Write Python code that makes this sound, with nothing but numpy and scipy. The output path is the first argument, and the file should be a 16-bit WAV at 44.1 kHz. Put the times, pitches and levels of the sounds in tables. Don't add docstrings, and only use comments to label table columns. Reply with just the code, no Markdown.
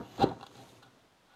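import sys
import numpy as np
from scipy import signal
from scipy.fft import rfft, irfft
from scipy.io import wavfile
from scipy.ndimage import uniform_filter1d

SR = 44100
rng = np.random.default_rng(int(sys.argv[2]) if len(sys.argv) > 2 else 0)


def wav_record(signal):
    frames = np.transpose(np.atleast_2d(signal))
    bounded = np.clip(frames, -1, 1)
    quanta = np.round(bounded * 32767).astype(np.int16)
    wavfile.write(sys.argv[1], SR, quanta)


def convert_level_to_amplitude(level_db):
    exponent = np.asarray(level_db, float) / 20
    return 10 ** exponent


N = 59535
TIME_S = np.arange(N) / SR


def ramp(table, col, floor=-140):
    a = np.array(table, float)
    return np.interp(TIME_S, a[:, 0], a[:, col], left=floor, right=floor)


def unit(x):
    return x / np.sqrt(np.mean(x ** 2))


def ring(x, hz, t60):
    radius = np.exp(-np.log(1000) / (max(t60, .003) * SR))
    w = 2 * np.pi * hz / SR
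    return signal.lfilter([0, np.sin(w)], [1, -2 * radius * np.cos(w), radius ** 2], x)


def soft_ring(x, hz, t60):
    contact_t60_s = .005
    gain = 2 * (1 - np.exp(-np.log(1000) / (contact_t60_s * SR)))
    return gain * ring(ring(x, hz, t60), hz, contact_t60_s)


def coloured(x, points):
    a = np.array(points, float)
    f = np.fft.rfftfreq(N, 1 / SR) + 1
    gain_db = np.interp(np.log(f), np.log(a[:, 0]), a[:, 1])
    return irfft(rfft(x) * convert_level_to_amplitude(gain_db), N)


def grit(rate, spread_db):
    hit = rng.random(N) < rate / SR
    size = rng.exponential(1, N)
    sign = rng.standard_normal(N)
    return unit(hit * convert_level_to_amplitude(spread_db * size) * sign)


def flicker(rate, depth_db):
    k = int(SR / rate)
    wander = uniform_filter1d(uniform_filter1d(rng.standard_normal(N), k), k)
    return convert_level_to_amplitude(depth_db * unit(wander))


# f/Hz, level/dB, T60/s
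HULL_MODES = [(121.3, -1.5, 0.11), (182, 2, .035), (240, -2.5, 0.0334), (271, 0, 0.048), (378, 3.5, 0.015),
              (380, -2, 0.05), (500, 2.5, 0.022), (572, -9, .03), (671.3, -5, 0.071), (933, -6, 0.075),
              (1296, 4.5, 0.0071)]
# t/s, level/dB
DRAG = [(0, -38.5), (.02, -43), (.09, -61), (.12, -58), (.18, -52.5), (.195, -36), (.228, -34), (.243, -28),
        (.26, -35), (.32, -45), (.38, -53), (.5, -60.5), (.545, -59.5), (.59, -53), (.635, -58), (.72, -60),
        (.93, -66.5), (1.35, -89)]


def hull_rumble():
    force = convert_level_to_amplitude(ramp(DRAG, 1)) * flicker(70, 1.3)
    rumble = 0
    for hz, db, t60 in HULL_MODES:
        rumble = rumble + convert_level_to_amplitude(db - 27) * ring(grit(2500, 1.5) * force, hz, t60)
    return rumble


# t/s, peak level/dB, contact time/s
THUDS = [
    (.0158, -36, .0015),
    (.197, -32, .002),
    (.2335, -18, .002),
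    (.2414, -8.5, .0012),
    (.2702, -26, .0015),
    (.5555, -46, .001),
]


def hull_thuds():
    def bump(start, contact_s):
        return np.exp(-((TIME_S - start) / (contact_s / 2)) ** 2) / (contact_s * SR)

    flex = 2.6
    push = 0
    for start, peak_db, contact_s in THUDS:
        push = push + convert_level_to_amplitude(peak_db) * (bump(start, flex * contact_s) - bump(start, contact_s))
    thump = 4.2 * ring(push, hz=420, t60=.0075)
    modes = sum(convert_level_to_amplitude(db) * ring(push, hz, t60) for hz, db, t60 in HULL_MODES)
    return thump + convert_level_to_amplitude(-19) * modes


def contact_colour_db(hz, octave, tilt, favoured_hz):
    favour_db, favour_octaves = 10, .1
    return tilt * octave + favour_db * np.exp(-(np.log2(hz / favoured_hz) / favour_octaves) ** 2)


# t/s, level/dB, brightness/(dB per octave)
SCRAPE = [(.178, -70.5, 17.5), (.183, -47.5, 2), (.198, -49.5, 7.5), (.218, -27.5, 0.5), (.236, -37, 6.5),
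          (.255, -53, -1), (.285, -53.5, 1), (.315, -49, -1.5), (.37, -77.5, 4)]
# start t/s, length/s, level/dB, brightness/(dB per octave), favoured f/Hz
SCUFFS = [(.0, 0.26, -56, 1, 2900), (0.286, 0.0083, -56.5, 6.5, 3900), (0.307, 0.01, -62, -16, 990),
          (0.41, 0.009, -87, -11, 1071), (0.563, 0.09, -60.5, 4, 800), (0.662, 0.05, -66.5, -21, 1071),
          (.687, 0.012, -73.5, 12.5, 3650), (0.82, 0.032, -52.5, 3.5, 1370), (0.856, 0.031, -60, 1.5, 1410),
          (.985, 0.041, -75.5, 6, 3590), (1.272, 0.18, -62, 1.5, 1445)]


def lid_friction(hz, octave, shared_grit, shake):
    scrape_colour_db = contact_colour_db(hz, octave, ramp(SCRAPE, 2, 0), favoured_hz=800)
    envelope = convert_level_to_amplitude(ramp(SCRAPE, 1) + scrape_colour_db)
    for start, length_s, level_db, tilt, favoured_hz in SCUFFS:
        progress = np.clip((TIME_S - start) / length_s, 0, 1)
        stroke = np.sin(np.pi * progress ** .65)
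        level = convert_level_to_amplitude(level_db + contact_colour_db(hz, octave, tilt, favoured_hz))
        envelope = envelope + level * stroke
    return envelope * (0.53 * shared_grit + 0.72 * rng.standard_normal(N)) * shake


# t/s, peak level/dB, brightness/(dB per octave), favoured f/Hz
TAPS = [(.1815, -38.5, -7.5, 800), (.399, -47.5, -1, 1076), (0.41, -37, -0.5, 2730),
        (0.4287, -29, -2, 4270), (0.4377, -40, 0, 1100), (0.4652, -41, 4, 3190), (.5132, -51, 1.5, 1380),
        (.5545, -50, 4.5, 800), (.567, -58, 8.5, 4600), (.579, -61, 6.5, 4050), (.7696, -58, 3, 2750),
        (0.828, -61, 9.5, 2900)]


def tap_impulses(hz, octave, sign):
    impulses = np.zeros(N)
    for start, peak_db, tilt, favoured_hz in TAPS:
        scatter_db = 1.5 * rng.standard_normal()
        level_db = peak_db - 7 + contact_colour_db(hz, octave, tilt, favoured_hz) + scatter_db
        impulses[int(start * SR)] = sign * convert_level_to_amplitude(level_db)
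    return impulses


# f/Hz, level/dB
CRACK = [(1800, -10.5), (4000, 13), (5500, -0.5), (7000, 1), (9500, -8), (11700, -8.5), (15500, -16.5)]


def contact_crack(shared_grit, shake):
    octave, decay_s = 2.6, .004
    ticks = 0
    for start, peak_db, tilt, _ in TAPS:
        decay = (TIME_S > start) * np.exp(-np.abs(TIME_S - start) / decay_s)
        ticks = ticks + convert_level_to_amplitude(peak_db + tilt * octave) * decay
    tick_noise = convert_level_to_amplitude(5) * ticks * rng.standard_normal(N)
    return convert_level_to_amplitude(-24) * coloured(lid_friction(9000, octave, shared_grit, shake) + tick_noise, CRACK)


# f/Hz, level/dB, T60/s
LID_MODES = [(790, 0, .04), (1071, -3, .025), (1370, -9, .035), (1460, -19, .1), (1631, -13, .025),
             (2750, -16, .035), (2950, -19, .03), (3350, -13, .035), (3700, -12, .025), (4050, -12, .03),
             (4600, -20, .015), (6800, -30, .008)]


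def lid():
    shared_grit, shake = grit(3000, 1.6), flicker(160, 0.78)
    out = 0
    for k, (hz, db, t60) in enumerate(LID_MODES):
        octave = np.log2(hz / 1000)
        taps = tap_impulses(hz, octave, sign=(-1) ** k)
        friction = convert_level_to_amplitude(-22.5) * lid_friction(hz, octave, shared_grit, shake)
        out = out + convert_level_to_amplitude(db) * soft_ring(taps + friction, hz, t60)
    return out + contact_crack(shared_grit, shake)


# t/s, level/dB, level/dB of the fine top
RUB = [(0, -69, -101), (.17, -58.5, -104), (.3, -66, -93), (.36, -70, -102), (.5, -66.5, -85.5),
       (.575, -62, -76.5), (.7, -66, -76.5), (.775, -67, -80.5), (.8, -72, -85.5), (.95, -81, -96),
       (1.05, -92, -100)]
# f/Hz, level/(dB per Hz)
RUB_COLOUR = [(880, -4), (1500, -3), (1930, -3.5), (3650, -2), (5450, -9), (6500, -3.5), (8790, -20),
              (12100, -25.5), (15500, -37.5)]
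# f/Hz, level/(dB per Hz)
RUB_TOP = [(6000, -22.5), (8500, -2), (11000, -4.5), (13000, -6), (15500, -18)]


def hand():
    grains = grit(8000, 0.99)
    body = unit(coloured(grains, RUB_COLOUR)) * convert_level_to_amplitude(ramp(RUB, 1))
    top = unit(coloured(grains, RUB_TOP)) * convert_level_to_amplitude(ramp(RUB, 2))
    return (body + top) * flicker(60, .8)


# t/s, pitch f/Hz, main line level/dB, other lines level/dB
SQUEAK = [(0, 10300, -90, -82), (.05, 10770, -88, -82), (.074, 11090, -77, -82), (.104, 11760, -75, -83),
          (.124, 11990, -74, -84), (.194, 11770, -75, -87), (.205, 11600, -100, -100)]
# ratio to the main pitch, level/dB
PARTIALS = [(.905, -10), (1.10, -6), (1.14, -6), (1.195, 0), (1.23, -4), (1.27, -8)]
# t/s, pitch f/Hz, level/dB
SPLIT = [(.07, 10700, -100), (.09, 10950, -82), (.135, 10750, -80), (.16, 10250, -83), (.17, 10100, -100)]


def squeak():
    def phase(table):
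        return 2 * np.pi * np.cumsum(ramp(table, 1, 11000) * flicker(300, .008)) / SR

    main_phase = phase(SQUEAK)
    main = convert_level_to_amplitude(ramp(SQUEAK, 2)) * flicker(60, 1.5) * np.sin(main_phase)
    others = 0
    for ratio, db in PARTIALS:
        others = others + convert_level_to_amplitude(db) * flicker(60, 1.6) * np.sin(ratio * main_phase)
    others = others * convert_level_to_amplitude(ramp(SQUEAK, 3))
    split = convert_level_to_amplitude(ramp(SPLIT, 2)) * np.sin(phase(SPLIT))
    return 1.13 * (others + main + split)


def room_echo(near):
    t = np.arange(SR // 2) / SR
    t60_s, first_reflection_s = .22, .004
    tail = rng.standard_normal(len(t)) * convert_level_to_amplitude(-60 * t / t60_s) * (t > first_reflection_s)
    return convert_level_to_amplitude(-14) * signal.fftconvolve(near, tail / np.sqrt(np.sum(tail ** 2)))[:N]


# f/Hz, level/(dB per Hz)
ROOM = [(25, 14.5), (60, -4), (220, -5.5), (900, -6.5), (1500, -10), (2300, -15), (3600, -15), (15500, -34)]


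def room_noise():
    return unit(coloured(rng.standard_normal(N), ROOM)) * convert_level_to_amplitude(-60.5) * flicker(11, 0.41)


def scene():
    near = hull_rumble() + hull_thuds() + lid() + hand() + squeak()
    return (near + room_echo(near) + room_noise())[None]


def top_cut(x):
    return signal.sosfilt(signal.butter(12, 15660, fs=SR, output="sos"), x)


def record(dry):
    bass_cut = signal.butter(2, 75, "high", fs=SR, output="sos")
    mix = signal.sosfilt(bass_cut, dry)
    return top_cut(mix)


dry = scene()
out = record(dry)
wav_record(out)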